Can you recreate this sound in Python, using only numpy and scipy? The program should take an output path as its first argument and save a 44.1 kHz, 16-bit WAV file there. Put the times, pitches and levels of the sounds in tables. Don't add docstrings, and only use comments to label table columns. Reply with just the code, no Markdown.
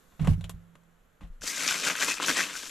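import sys
import numpy as np
from scipy import signal
from scipy.fft import rfft, irfft
from scipy.io import wavfile
from scipy.ndimage import uniform_filter1d

SR = 44100
rng = np.random.default_rng(int(sys.argv[2]) if len(sys.argv) > 2 else 0)


def magnitude_from_level(level_db):
    exponent = np.asarray(level_db, float) / 20
    return 10 ** exponent


def transcribe(u):
    v = np.clip(np.atleast_2d(u).T, -1, 1)
    q = np.round(v * 32767).astype(np.int16)
    wavfile.write(sys.argv[1], SR, q)


N = 119070

# f/Hz, width/Hz, level/dB
PAPER_WALLS = [(1050, 253, -4.5), (1500, 152, 3), (2132, 248, 1.5), (2704, 580, 0.5), (3630, 830, -4.5)]
# f/Hz, width/Hz, level/dB
PLASTIC_LINER = [(4620, 2160, -6.5), (6000, 1210, 0.5), (7330, 1260, -3), (10320, 2050, -7),
                 (11700, 4260, -10.5), (15200, 5700, -27)]
# f/Hz, width/Hz, level/dB
BAG_AIR = [(172, 47, -17), (275.4, 54, -13), (500, 276, -15), (680, 230, -16.5)]
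# f/Hz, width/Hz, level/dB
BOTTLE_SHELL = [(405, 78, 1.5), (620, 230, 1), (1080, 64, 6), (1900, 170, -0.5), (2820, 220, -3),
                (3700, 250, -9)]
# f/Hz, level per Hz/dB
TICK_BODY = [(180, -8.5), (300, -20), (483, -19), (644, -18.5), (2120, -26), (2560, -27), (6000, -34),
             (7800, -95), (13200, -120)]
# f/Hz, level per Hz/dB
TICK_TREBLE = [(2500, -15), (4500, -4.5), (7000, -6), (9500, -3.5), (12000, -14.5), (15400, -46)]
# f/Hz, level/dB
MIC_COLOUR = [(3400, 0.5), (5100, -10), (7300, -1.5), (8400, -10), (10500, -9.5), (11700, -3), (12800, -6),
              (15000, -17)]


def bag():
    shared = crackle(3000)
    out = crackling_walls(shared)
    crease_snaps(out)
    singing_patches(out, shared)
    finger_knocks(out)
    return out


def crackling_walls(shared):
    paper_buckles = shared + 0.86 * crackle(3000)
    paper = walls(effort() * paper_buckles, PAPER_WALLS, 0.095)
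    liner_buckles = shared + 0.84 * crackle(6000)
    liner = walls(effort(column=3) * liner_buckles, PLASTIC_LINER, 0.095 / 2)
    boom = ring(effort(column=4) * magnitude_from_level(14.5) * shared, BAG_AIR)
    boom = ring(boom, [(302, 630, 0.014)])
    return magnitude_from_level(3.0) * (paper + liner + boom)


def crackle(per_s):
    spread_db, clump_db, clump_s = 3.1, 1.6, 0.006
    clump = evened(uniform_filter1d(rng.standard_normal(N), max(int(clump_s * SR), 2)))
    size = magnitude_from_level(spread_db * np.minimum(rng.exponential(1, N), 4) + clump_db * clump)
    happens = rng.random(N) < per_s / SR
    return evened(size * rng.choice([-1., 1.], N) * happens)


def effort(column=None):
    # peak t/s, effort level/dB, spread t/s, liner against paper level/dB, bag boom level/dB
    pushes = [(1.435, -51.5, 0.012, 9, 20.5), (1.483, -35, 0.034, 5, -2.5), (1.56, -37.5, 0.067, 3, -1.5),
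              (1.625, -32, 0.091, -1, 3), (1.699, -27, 0.058, -1, -1.5), (1.75, -35, 0.013, -9, 9),
              (1.799, -36.5, 0.025, 4.5, 6), (1.874, -25.5, 0.042, -1, 4.5), (1.901, -29, 0.0079, -12, 3),
              (1.956, -32, 0.022, -9, -8), (2.026, -25.5, 0.034, -1.5, 2.5), (2.089, -26, 0.027, -1.5, 2),
              (2.14, -39.5, 0.017, 5.5, -13), (2.173, -36, 0.015, -7, -8), (2.203, -41, 0.019, -16, 13),
              (2.228, -28, 0.017, -7, -0.5), (2.247, -29, 0.016, -20, -1), (2.292, -25.5, 0.035, -0.5, 5.5),
              (2.385, -25, 0.046, -2.5, 2.5), (2.492, -39, 0.075, -2.5, 5),
              (2.573, -38.5, 0.038, 2.5, -5.5), (2.658, -42, 0.061, 2.5, 3.5)]
    fall_over_rise, edge, touch_s, touch_rise_s = 1.263, 1.09, 1.409, 0.006
    t, power = np.arange(N) / SR, 0
    for push in pushes:
        peak_s, effort_db, spread_s = push[:3]
        shift_db = push[column] if column else 0
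        away = np.where(t < peak_s, peak_s - t, (t - peak_s) / fall_over_rise) / spread_s
        power = power + magnitude_from_level(effort_db + shift_db) ** 2 * np.exp(-2 * away ** edge)
    return np.sqrt(power) * np.clip((t - touch_s) / touch_rise_s, 0, 1)


def walls(drive, bands, spread):
    facets, facet_s = 4, 0.043
    out = 0
    for k, share in zip(1 + spread * np.linspace(-1, 1, facets), turns(facet_s, count=facets)):
        out = out + ring(drive * share, [(hz * k, width, db) for hz, width, db in bands])
    return out


def crease_snaps(out):
    # t/s, peak level/dB, pitch f/Hz
    creases = [(1.4109, -38, 6120), (1.4191, -28, 1510), (1.5739, -21, 2070), (1.6067, -20, 2220),
               (1.6334, -15, 7600), (1.6781, -10, 5170), (1.6868, -16, 3490), (1.7097, -14, 1510),
               (1.7428, -19, 2170), (1.7597, -20, 2540), (1.7975, -21, 2800), (1.8373, -18, 1490),
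               (1.8425, -20, 2240), (1.8497, -16, 3290), (1.8711, -12, 1530), (1.8778, -14, 2580),
               (1.8995, -14, 2240), (1.9529, -20, 1530), (1.9629, -19, 6200), (1.9713, -23, 2670),
               (1.9886, -21, 1530), (2.0094, -17, 3040), (2.0156, -15, 1530), (2.0248, -14, 1700),
               (2.0322, -14, 1940), (2.0461, -13, 6890), (2.0836, -15, 2560), (2.0967, -16, 2540),
               (2.1017, -15, 5900), (2.1198, -16, 2610), (2.1689, -28, 2560), (2.1823, -26, 2540),
               (2.2004, -21, 1440), (2.2057, -23, 1440), (2.222, -18, 1610), (2.2295, -18, 3100),
               (2.2627, -15, 6290), (2.2765, -13, 6440), (2.2834, -11, 1550), (2.2953, -10, 1530),
               (2.3014, -10, 1640), (2.3111, -14, 2200), (2.3693, -16, 2220), (2.3781, -14, 2730),
               (2.3876, -13, 2000), (2.3935, -15, 1490), (2.4049, -13, 1660), (2.4113, -14, 2000),
               (2.4178, -16, 1850), (2.4297, -15, 2630), (2.4377, -19, 2690), (2.4542, -23, 4950),
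               (2.4684, -22, 2780), (2.4975, -26, 1570), (2.5307, -27, 2730), (2.5533, -23, 1530),
               (2.5618, -25, 1420), (2.6562, -30, 3270), (2.6636, -29, 1770), (2.6947, -25, 7080)]
    snap_db, tick_db, wide_db, min_t60, cycles = -4.5, -1, 3, 0.005, 16
    u = np.arange(1500) / SR
    for start, db, hz in creases:
        buckle = rng.standard_normal(len(u)) * magnitude_from_level(-60 * u / 0.0044)
        tick = magnitude_from_level(wide_db) * ring(buckle, PAPER_WALLS + PLASTIC_LINER)
        tick = tick + ring(buckle, [(hz, hz / 2, 3.0), (2 * hz, hz, -4.0)])
        fade = magnitude_from_level(-60 * u / (min_t60 + cycles / hz)) * np.minimum(u / 0.00051, 1)
        tone = np.sin(2 * np.pi * hz * u) * fade
        add(out, start, magnitude_from_level(db + snap_db) * (tone + magnitude_from_level(tick_db) * tick / abs(tick).max()))


def singing_patches(out, shared):
    # middle t/s, half-length t/s, level/dB, f/Hz
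    patches = [(1.51, 0.08, -44, 2140), (1.643, 0.042, -38, 2240), (1.714, 0.023, -29.5, 1500),
               (1.873, 0.02, -27.5, 1420), (2.101, 0.058, -31, 2550), (2.177, 0.032, -41, 2540),
               (2.226, 0.021, -41, 1590), (2.384, 0.042, -33.5, 2000), (2.555, 0.028, -40.5, 1460)]
    sharpness = 14
    for middle, length, db, hz in patches:
        start = middle - length
        rub = np.hanning(int(2 * length * SR))
        buckles = shared[round(start * SR):][:len(rub)]
        add(out, start, magnitude_from_level(db) * rub * evened(ring(buckles, [(hz, hz / sharpness, 0)])))


def finger_knocks(out):
    # t/s, peak level/dB
    knocks = [(2.03, -25), (2.084, -21), (2.2, -21), (2.206, -26), (2.228, -24), (2.3, -22)]
    click = 1. * (np.arange(1500) == 0)
    low_paper = (PAPER_WALLS[0][0], PAPER_WALLS[0][1], BAG_AIR[1][2])
    knock = ring(click, BAG_AIR[1:] + [low_paper])
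    for start, db in knocks:
        add(out, start, magnitude_from_level(db) * knock / abs(knock).max())


def counter():
    out = np.zeros(N)
    counter_blows(out)
    counter_sway(out)
    bottle_ticks(out)
    bottle_scrapes(out)
    return coloured(out, MIC_COLOUR)


def counter_blows(out):
    # t/s, panel level/dB, cabinet level/dB
    blows = [
        (0.195, -30.5, -40),
        (0.208, -19, -35),
        (0.228, -23, -24.5),
        (0.25, -22.5, -31.5),
        (.278, -10.5, -22),
        (0.293, -15, -17.5),
        (.306, -24.5, -12.5),
        (.378, -30, -27.5),
        (0.439, -59, -32),
        (0.542, -43, -34),
    ]
    # f/Hz, level/dB, t60/s
    panel_modes = [(155, -1, 0.15), (168.5, -17, 1.33), (248, -15, 0.1), (320, -34, 0.055)]
    # f/Hz, level/dB, t60/s
    cabinet_modes = [(81.3, 4, 0.082), (51, -5.5, 0.27), (99.7, -9.5, 0.4)]
    u = np.arange(SR) / SR
    rise = 1 - np.exp(-u / 0.0034)
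    panel = rise * sum(decaying_tone(u, *mode) for mode in panel_modes)
    cabinet = rise * sum(decaying_tone(u, *mode) for mode in cabinet_modes)
    for start, panel_db, cabinet_db in blows:
        add(out, start, magnitude_from_level(panel_db) * panel + magnitude_from_level(cabinet_db) * cabinet)


def counter_sway(out):
    # start t/s, level/dB, f/Hz, t60/s
    sways = [(1.212, -45.5, 196, 0.16), (1.214, -49.5, 292, 0.14), (1.243, -47.5, 167, 0.21),
             (1.234, -32, 45.3, 0.16), (1.298, -37, 25.6, 0.49), (1.408, -43, 60, 0.16),
             (1.41, -50, 158, 0.07)]
    u = np.arange(SR) / SR
    for start, db, hz, t60 in sways:
        add(out, start, decaying_tone(u, hz, db, t60) * np.minimum(u / 0.0071, 1))


def decaying_tone(u, hz, db, t60):
    return magnitude_from_level(db - 60 * u / t60) * np.sin(2 * np.pi * hz * u)


def bottle_ticks(out):
    # t/s, peak level/dB, treble against body level/dB, t60/s, ring f/Hz
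    ticks = [(0.195, -42, -35, 0.025, 1050), (0.214, -49, -35, 0.057, 1900), (.245, -39.5, -21, 0.23, 1070),
             (.272, -25.5, -26, 0.052, 627), (0.409, -47, -18, 0.053, 3700),
             (.441, -40.5, -18.5, 0.061, 2830), (.494, -36.5, -14, 0.065, 11400),
             (0.753, -51, -20.5, 0.047, 1030), (0.835, -64, -14, 0.013, 7500),
             (1.233, -57.5, -22, 0.067, 3323)]
    shell_db, ring_db = -1, 3.5
    u = np.arange(6000) / SR
    for start, db, treble_db, t60, hz in ticks:
        tick = evened(coloured(rng.standard_normal(6000), TICK_BODY))
        tick = tick + magnitude_from_level(treble_db + 20) * evened(coloured(rng.standard_normal(6000), TICK_TREBLE))
        tick = tick + magnitude_from_level(shell_db) * evened(ring(rng.standard_normal(6000), BOTTLE_SHELL))
        tick = tick + magnitude_from_level(ring_db) * evened(ring(rng.standard_normal(6000), [(hz, hz / 4, 0)]))
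        shape = np.exp(-u / 0.0021) + 0.92 * magnitude_from_level(-60 * u / max(t60, 0.01))
        add(out, start, magnitude_from_level(db - 7) * shape * np.minimum(u / 0.0014, 1) * tick)


def bottle_scrapes(out):
    # start t/s, length t/s, level/dB
    scrapes = [
        (0.193, 0.135, -46),
        (0.42, 0.3, -64),
        (1.207, 0.075, -53),
        (0.12, 0.06, -64),
    ]
    drag = evened(coloured(crackle(9000), TICK_BODY))
    drag = drag + magnitude_from_level(-6.5) * evened(ring(crackle(9000), BOTTLE_SHELL))
    drag = drag + magnitude_from_level(-12.0) * evened(coloured(crackle(9000), TICK_TREBLE))
    for start, length, db in scrapes:
        w = np.linspace(0, 1, int(length * SR))
        shape = np.minimum(w / 0.03, 1) * (1 - w) ** 1.1
        add(out, start, magnitude_from_level(db) * drag[round(start * SR):][:len(w)] * shape)


def hush():
    # f/Hz, level per Hz/dB
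    air = [(100, -20), (170, -10), (350, -19), (500, -14.5), (850, -21), (1400, -17), (2300, -26.5),
           (3400, -29)]
    # f/Hz, likeness [0 to 1]
    likeness = [(60, 0.99), (380, 0.39), (2380, 0.5), (15000, 0.83)]
    # f/Hz, left minus right level/dB
    balance = [(60, -14.5), (950, -3), (15000, 6.5)]
    hush_db, rumble_db, rumble_hz = -68, -68, 40
    sleeve_db, sleeve_s, cloth_db, cloth_s = 4.5, 1, 6, 0.35
    t, hz = np.arange(N) / SR, np.fft.rfftfreq(N, 1 / SR)
    a, b = rfft(rng.standard_normal((2, N)), axis=1)
    c = np.clip(read(likeness, hz), -1, 1)
    z = np.array([a, c * a + np.sqrt(1 - c ** 2) * b])
    rumble = irfft(z * hz / (hz + 10) / (1 + (hz / rumble_hz) ** 3), N, axis=1)
    lean = read(balance, hz) * np.array([[.5], [-.5]])
    z = z * magnitude_from_level(read(air, hz) + read(MIC_COLOUR, hz) + lean)
    treble = irfft(z * (hz > MIC_COLOUR[0][0]), N, axis=1)
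    cloth = treble * (magnitude_from_level(cloth_db) - 1) / (1 + (t / cloth_s) ** 6)
    noise = evened(irfft(z, N, axis=1) + cloth) * magnitude_from_level(sleeve_db * np.exp(-t / sleeve_s))
    return magnitude_from_level(hush_db) * noise + magnitude_from_level(rumble_db) * evened(rumble)


def ports(x, same, lean):
    room_t60, room_db, turn_s, low_hz = 0.081, -12.5, 0.05, 500
    t, hz, tails = np.arange(6000) / SR, np.fft.rfftfreq(N, 1 / SR), 0
    for share in turns(turn_s, count=3):
        taps = rng.standard_normal((3, 6000)) * magnitude_from_level(-60 * t / room_t60) * (t > .001)
        taps = taps / np.linalg.norm(taps[0])
        tails = tails + signal.oaconvolve((x * share)[None], taps, axes=1)[:, :N]
    wet = rfft(tails, axis=1)
    c = np.clip(read(same, hz), 0, 1)
    common = rfft(x) + magnitude_from_level(room_db) * wet[0] * hz / (hz + low_hz)
    z = np.sqrt(c) * common + np.sqrt(1 - c) * wet[1:]
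    return irfft(z * magnitude_from_level(read(lean, hz) * np.array([[.5], [-.5]])), N, axis=1)


def turns(s, count):
    w = uniform_filter1d(rng.standard_normal((count, N)), max(int(s * SR), 2), axis=1) ** 2
    return w / np.sqrt((w ** 2).sum(0) + 1e-30)


def ring(x, bands):
    out = 0
    for k, (hz, width, db) in enumerate(bands):
        b, a = signal.iirpeak(min(hz, SR / 2.2), hz / width, SR)
        out = out + (-1) ** k * magnitude_from_level(db) * signal.lfilter(b, a, x)
    return out


def coloured(x, points):
    return irfft(rfft(x) * magnitude_from_level(read(points, np.fft.rfftfreq(len(x), 1 / SR))), len(x))


def read(points, hz):
    f, value = np.transpose(points)
    return np.interp(np.log(hz + 1), np.log(f + 1), value)


def evened(x):
    return x / np.sqrt(np.mean(x ** 2) + 1e-20)


def add(mix, s, sound):
    part = mix[round(s * SR):][:len(sound)]
    part += sound[:len(part)]


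def scene():
    # f/Hz, likeness [0 to 1]
    bag_same = [(200, .96), (1000, .96), (4500, .98), (8000, .88), (11500, .25)]
    counter_same = [(60, .95), (290, 0.96), (1400, 0.92), (15000, 0.82)]
    # f/Hz, left minus right level/dB
    bag_lean = [(240, -1), (950, 4), (4500, 2.5), (8500, 5.5), (12000, 9)]
    counter_lean = [(60, -0.5), (150, -6.5), (380, 0), (950, 3), (2380, .6), (15000, 6.5)]
    near = ports(bag(), bag_same, bag_lean) + ports(counter(), counter_same, counter_lean)
    return near + hush()


def band_limit(x):
    return signal.sosfilt(signal.butter(12, 15570, fs=SR, output="sos"), x)


def record(dry):
    shelf_hz, shelf_db, tilt_db, edge_hz = 12700, -6, -8, 15350
    edges = [0, shelf_hz - 300, shelf_hz + 300, edge_hz, edge_hz + 200, SR / 2]
    gains = [1, 1, magnitude_from_level(shelf_db), magnitude_from_level(shelf_db + tilt_db), 0, 0]
    taps = signal.firwin2(511, edges, gains, fs=SR)
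    mix = signal.oaconvolve(dry, taps[None], "same", axes=1)
    return band_limit(mix)


dry = scene()
out = record(dry)
transcribe(out)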